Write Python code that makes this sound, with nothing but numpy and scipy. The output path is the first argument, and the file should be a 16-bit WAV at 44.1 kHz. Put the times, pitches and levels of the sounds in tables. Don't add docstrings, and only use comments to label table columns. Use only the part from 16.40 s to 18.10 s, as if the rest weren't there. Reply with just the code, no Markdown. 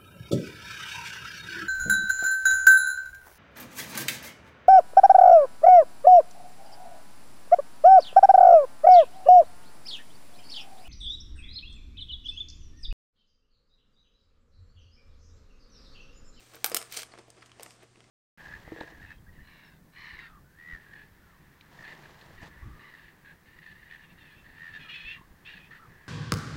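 import sys
import numpy as np
from scipy import signal
from scipy.fft import rfft, irfft, next_fast_len
from scipy.io import wavfile
from scipy.ndimage import uniform_filter1d, map_coordinates

SR = 44100
rng = np.random.default_rng(int(sys.argv[2]) if len(sys.argv) > 2 else 0)


def dump(signal):
    limited = np.clip(np.atleast_2d(signal).T, -1, 1)
    pcm = np.round(limited * 32767).astype(np.int16)
    wavfile.write(sys.argv[1], SR, pcm)


N = 74970

# time_s, level_db
RIP_LEVELS = [(.49, -62), (.518, -53.5), (.528, -46), (.558, -44.5), (.571, -39.5), (.582, -42),
              (.594, -42.5), (.606, -45), (.63, -50.5), (.637, -84.5)]
# centre_hz, width_hz, boost_db
TAUT_PEAKS = [(1010, 120, -9), (1590, 200, 5), (1880, 160, -7), (2300, 220, 4), (2800, 160, -5),
              (3230, 200, 3), (3480, 160, -5), (4400, 300, 2), (5900, 350, 2), (6900, 500, -4)]
FOLDED_PEAKS = [(960, 120, -2.5), (1150, 160, 2), (1480, 200, -2), (2150, 200, 1.5), (3900, 600, -2)]


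def vein_snaps():
    # start_s, level_db, thud_db, treble_db, sparkle_db (these three against the level), pop_hz, decay_s
    snaps = [(0.2437, 3.5, -2.5, 3, -0.5, 770, 0.00207), (0.2533, -12, -5, -2, 0, 1550, 0.0015),
             (0.2612, -10, -7, 1.5, 11.5, 1300, 0.0024), (0.298, -24, -8, 4, 11, 470, 0.00122),
             (0.3167, -8, 5, -6, -9, 520, 0.00253), (0.3455, 0.5, -0.5, 3.5, 3.5, 335, 0.0028),
             (0.3587, -9, 3, -11, -3, 670, 0.0015), (0.3664, -1.5, -6, 1.5, -1, 680, 0.0028),
             (0.3696, -5.5, 1.5, 3, 1, 3170, 0.0025), (0.4152, -14.5, -2.5, -2.5, -10, 2020, 0.00195),
             (0.4265, -16.5, -1, 0, -8, 610, 0.0013), (0.514, -33, -8, 6, 0, 5200, 0.001),
             (0.5241, -17, -13, 2.5, 2, 2380, 0.0016), (0.5435, -17.5, -7, -4, -7, 3260, 0.00137),
             (0.5683, -14, -1, 4, -2, 4350, 0.004), (0.5725, -10, 2, 3, -7, 7300, 0.0016),
             (0.5888, -14.5, 1, -1, -4, 620, 0.0024), (0.593, -14, -6, -4, -7, 2950, 0.003),
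             (0.6, -20, -3, 0, -7, 620, 0.001), (0.6195, -17, -2, 1, -8, 4500, 0.003),
             (0.6315, -12.5, -3.5, -1, -8, 1100, 0.0027)]
    return cracks(snaps, gain_db=-0.9, edge_share=0.12, ripple_db=2)


def blade_rip():
    # frequency_hz, level_db
    colour = [(150, -32.5), (450, -4), (900, -3.5), (1500, -3.5), (2400, -1.5), (4400, -0.5), (5300, -5),
              (6500, 0.5), (8700, -4.5), (11000, -12.5), (15000, -11.5)]
    return crackle(RIP_LEVELS, colour, TAUT_PEAKS, per_s=2600, spread_db=2.7, wet_db=-4.5)


def stout_fibres(count=150, per_s=500, decay_cycles=5):
    out, t = np.zeros(N), np.arange(512) / SR
    times, levels = np.transpose(RIP_LEVELS)
    starts = times[0] + np.cumsum(rng.exponential(size=count)) / per_s
    for s, (octaves, strength) in zip(starts, rng.standard_normal((count, 2)).clip(-2, 2)):
        hz = np.interp(s, times[[0, -1]], [3000, 5000]) * 2 ** (.6 * octaves)
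        db = np.interp(s, times, levels) + 1.5 + 2.6 * strength
        add(out, s, amp(db) * np.exp(-t * hz / decay_cycles) * np.sin(2 * np.pi * hz * t))
    return ring_out(out, wet_db=-4.5)


def finger_ticks():
    # start_s, level_db, thud_db, treble_db, sparkle_db (these three against the level), pop_hz, decay_s
    ticks = [(0.136, -24.5, -9, -10, -7, 1360, 0.004), (0.146, -21.5, 6, -1, -22, 310, 0.004),
             (0.154, -29, 6, 0, 6.5, 470, 0.00196), (0.165, -22.5, 0, -10, -20, 470, 0.0053),
             (0.738, -20, 10.5, -16, -24, 1080, 0.0025), (0.7775, -20.5, 8, -10, -31, 500, 0.0032),
             (0.787, -20, 6.5, -3.5, -20, 336, 0.0034), (0.792, -22.5, 10, -6, -27, 330, 0.0025),
             (0.881, -29, 12.5, -19, -14, 650, 0.0035), (0.903, -31.5, 7.5, 7, -7, 8160, 0.003),
             (0.968, -28.5, 3, -5, -29, 599, 0.0049), (1.01, -31, -12, -8, -25, 2950, 0.005),
             (1.0225, -21, -12, -12, -28, 1330, 0.004), (1.0255, -20, -10, -13, -28, 1710, 0.004),
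             (1.06, -28, -19, -1.5, -14, 3220, 0.0072), (1.095, -32, -8, -8, -25, 2600, 0.003),
             (1.117, -24, -7, -4, -28.5, 3150, 0.0028), (1.197, -17, 6.5, -7, -21.5, 480, 0.003),
             (1.207, -26.5, 12, 0, -9, 465, 0.0033), (1.226, -19, -8, -9, -9, 463.5, 0.00353),
             (1.232, -23, -10, 4.5, 3, 8000, 0.00185), (1.262, -16, 0.5, -11, -17, 633, 0.0019),
             (1.307, -27.5, -1, 1, -10, 2500, 0.0012), (1.431, -27.5, 7, -7, -12, 332, 0.0054),
             (1.558, -29.5, -3, -13, -30, 2565, 0.00184), (1.573, -34, 10, -12, -24.5, 383.5, 0.009),
             (1.605, -27.5, 2.5, -3, -23.5, 3090, 0.0011), (1.642, -35, 3.5, 3, -21, 2020, 0.0044)]
    return cracks(ticks, gain_db=-1, edge_share=0.23, ripple_db=2.7)


def finger_rustle():
    # time_s, level_db
    levels = [(0, -63), (.06, -68), (.115, -63), (.15, -55), (.19, -67.5), (.25, -60.5), (.32, -51),
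              (.42, -54.5), (.5, -62.5), (.66, -67.5), (.72, -59.5), (.8, -59.5), (.85, -69.5),
              (.94, -67.5), (.98, -60.5), (1.03, -65), (1.14, -68), (1.22, -56), (1.29, -63.5), (1.38, -67),
              (1.432, -57), (1.47, -78.5), (1.58, -67.5), (1.7, -68.5)]
    # frequency_hz, level_db
    colour = [(100, -19.5), (300, -0.5), (500, -2), (950, -5), (1600, -6), (4500, -15), (9000, -21),
              (11500, -42), (15000, -55)]
    return crackle(levels, colour, FOLDED_PEAKS, per_s=2200, spread_db=3, wet_db=0)


def blade_swish():
    # time_s, level_db
    levels = [(.11, -85), (.15, -61), (.19, -85), (1.02, -95), (1.065, -67), (1.1, -90), (1.2, -76),
              (1.26, -63), (1.33, -62), (1.39, -80), (1.5, -95)]
    # frequency_hz, level_db
    colour = [(500, -25), (2300, -6), (3500, -6), (4700, 0), (8500, -2), (10500, -12), (12500, -14),
              (14500, -40)]
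    return crackle(levels, colour, FOLDED_PEAKS, per_s=3000, spread_db=3, wet_db=-2)


def skin_squeaks(sag_share=.15, waver_hz=160):
    # start_s, length_s, pitch_hz, level_db
    squeaks = [(0.319, .013, 4850, -45), (0.712, 0.0224, 4455, -58.5), (1.012, 0.022, 4600, -62)]
    out = np.zeros(N)
    for s, length, hz, db in squeaks:
        progress = np.linspace(0, 1, round(length * SR))
        waver = unit(uniform_filter1d(rng.standard_normal(N), size=40))[:len(progress)]
        pitch = hz * (1 + sag_share * (.5 - progress)) + waver_hz * waver
        tone = np.sqrt(2) * np.sin(2 * np.pi * np.cumsum(pitch) / SR)
        add(out, s, amp(db) * np.sin(np.pi * progress) * tone)
    return ring_out(out)


def cracks(rows, gain_db, edge_share, ripple_db):
    out = np.zeros(N)
    for s, db, thud, treble, sparkle, pop_hz, decay_s in rows:
        colour = [(107.5, thud - 23), (304, thud), (637, thud), (1178, 0), (2356, 0), (5050, treble),
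                  (10100, min(treble, (treble + sparkle) / 2)), (12080, sparkle),
                  (15450, min(sparkle, 2.3 * sparkle))]
        crack = coloured(spray(decay_s, edge_share), lambda hz: (
            along(colour, hz) + ringing_patch(hz, pop_hz, ripple_db) + leaf_boost(hz, blade_peaks(s))))
        add(out, s, amp(db + gain_db) * crack)
    return ring_out(out)


def spray(decay_s, edge_share, size=2048):
    fade = np.exp(-np.arange(size) / SR / decay_s)
    burst = unit(rng.standard_normal(size) * fade) * np.sqrt((1 - edge_share) / size)
    burst[0] += np.sqrt(edge_share)
    for _ in range(3):
        burst = irfft(np.exp(1j * np.angle(rfft(burst)))) * fade ** 0.1
    return burst / np.linalg.norm(burst)


def ringing_patch(hz, pop_hz, ripple_db, pop_db=8, q=3.53, ripple_hz=331.4):
    pop = sum(pop_db * 0.5 ** k / (1 + (2 * q * (hz / pop_hz - k - 1)) ** 2) for k in range(3))
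    return pop + ripple_db * map_coordinates(rng.standard_normal(len(hz)), [hz / ripple_hz])


def blade_peaks(s):
    # centre_hz, width_hz, boost_db
    slack_peaks = [(630, 110, 5), (880, 200, -7), (1250, 220, 5), (1560, 180, -5), (2000, 250, 3),
                   (3750, 250, -3), (4700, 250, -7), (5170, 520, 5.5), (6000, 500, -7), (6850, 200, 4)]
    if 0.305 < s < 0.5:
        return slack_peaks
    return TAUT_PEAKS if s < RIP_LEVELS[-1][0] else FOLDED_PEAKS


def leaf_boost(hz, peaks):
    # centre_hz, width_hz, boost_db
    own_peaks = [(1660, 170, 1), (5180, 450, 1), (6650, 390, -1.5), (8785, 450, 6.5), (10520, 1200, -4),
                 (13500, 800, 5)]
    return sum(db / (1 + (2 * (hz - centre) / width) ** 2) for centre, width, db in [*own_peaks, *peaks])


def crackle(levels, colour, peaks, per_s, spread_db, wet_db):
    hits = rng.random(N) < per_s / SR
    clicks = hits * rng.choice([-1, 1], N) * amp(spread_db * np.minimum(rng.exponential(size=N), 4))
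    grains = unit(coloured(clicks, lambda hz: along(colour, hz) + leaf_boost(hz, peaks)))
    envelope = amp(np.interp(np.arange(N) / SR, *np.transpose(levels)))
    return ring_out(grains * envelope, wet_db)


def ring_out(x, wet_db=0, onset_s=0.0023):
    # frequency_hz, t60_s
    decay_times = [(200, 0.13), (500, 0.07), (1000, .38), (4000, 0.17), (9000, 0.33), (15000, 0.01)]
    # frequency_hz, level_db
    colour = [(150, -6), (450, -5), (900, -5.5), (1700, -10), (3000, -10.8), (6000, -10.6), (10000, -10),
              (14000, -6.5)]
    # pitch_hz, level_db, t60_s
    rings = [(462.3, -52, .28), (635, -58, .2), (870, -60, .35), (5010, -56, .1), (8760, -53, .12)]
    hz, s, noise = signal.stft(rng.standard_normal(SR // 2), SR, nperseg=256)
    decay_rate = np.log(1000) / along(decay_times, hz)[:, None]
    gain = amp(along(colour, hz))[:, None] * np.sqrt(2 * decay_rate / SR)
    tail = signal.istft(noise * gain * np.exp(-decay_rate * s), SR, nperseg=256)[1]
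    t = np.arange(len(tail)) / SR
    for ring_hz, db, t60 in rings:
        tail += amp(db - 60 * t / t60) * np.sin(2 * np.pi * (ring_hz * t + rng.random()))
    response = amp(wet_db) * tail * (1 - np.exp(-(t / onset_s) ** 2))
    response[0] = 1
    return signal.fftconvolve(x, response)[:N]


def room_tone(hiss_db=-65):
    # frequency_hz, level_db
    colour = [(20, -7.5), (50, -11), (76, -3.5), (100, -7), (170, -8), (240, -7), (450, -12.5), (936, -17),
              (3000, -21), (9000, -23.5), (10400, -37.5), (16000, -84)]
    # pitch_hz, level_db
    tones = [(119.6, -67.5)]
    t = np.arange(N) / SR
    hiss = unit(filtered(rng.standard_normal(N), lambda hz: amp(along(colour, hz))))
    hum = sum(amp(db) * np.sqrt(2) * np.sin(2 * np.pi * (hz * t + rng.random())) for hz, db in tones)
    return amp(hiss_db) * hiss + hum


def amp(db):
    return 10 ** (np.asarray(db) / 20)


def unit(x):
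    return x / np.sqrt(np.mean(x ** 2) + 1e-20)


def along(points, hz):
    freqs, values = np.transpose(points)
    return np.interp(np.log(hz + 1), np.log(freqs + 1), values)


def filtered(x, gain):
    size = next_fast_len(N + SR // 2)
    return irfft(rfft(x, size) * gain(np.fft.rfftfreq(size, 1 / SR)), size)[:N]


def coloured(x, curve, size=4096):
    cepstrum = irfft(np.log(amp(curve(np.fft.rfftfreq(size, 1 / SR)))))
    cepstrum[1:size // 2] *= 2
    cepstrum[size // 2 + 1:] = 0
    return signal.fftconvolve(x, irfft(np.exp(rfft(cepstrum))))[:len(x)]


def add(track, start_s, sound):
    part = track[max(round(start_s * SR), 0):][:len(sound)]
    part += sound[:len(part)]


def scene():
    leaf = vein_snaps() + finger_ticks() + blade_rip() + finger_rustle() + blade_swish()
    return (leaf + stout_fibres() + skin_squeaks() + room_tone())[None]


def record(dry, top_hz=15700):
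    return signal.sosfilt(signal.ellip(10, .1, 90, top_hz, fs=SR, output="sos"), dry)


dry = scene()
out = record(dry)
dump(out)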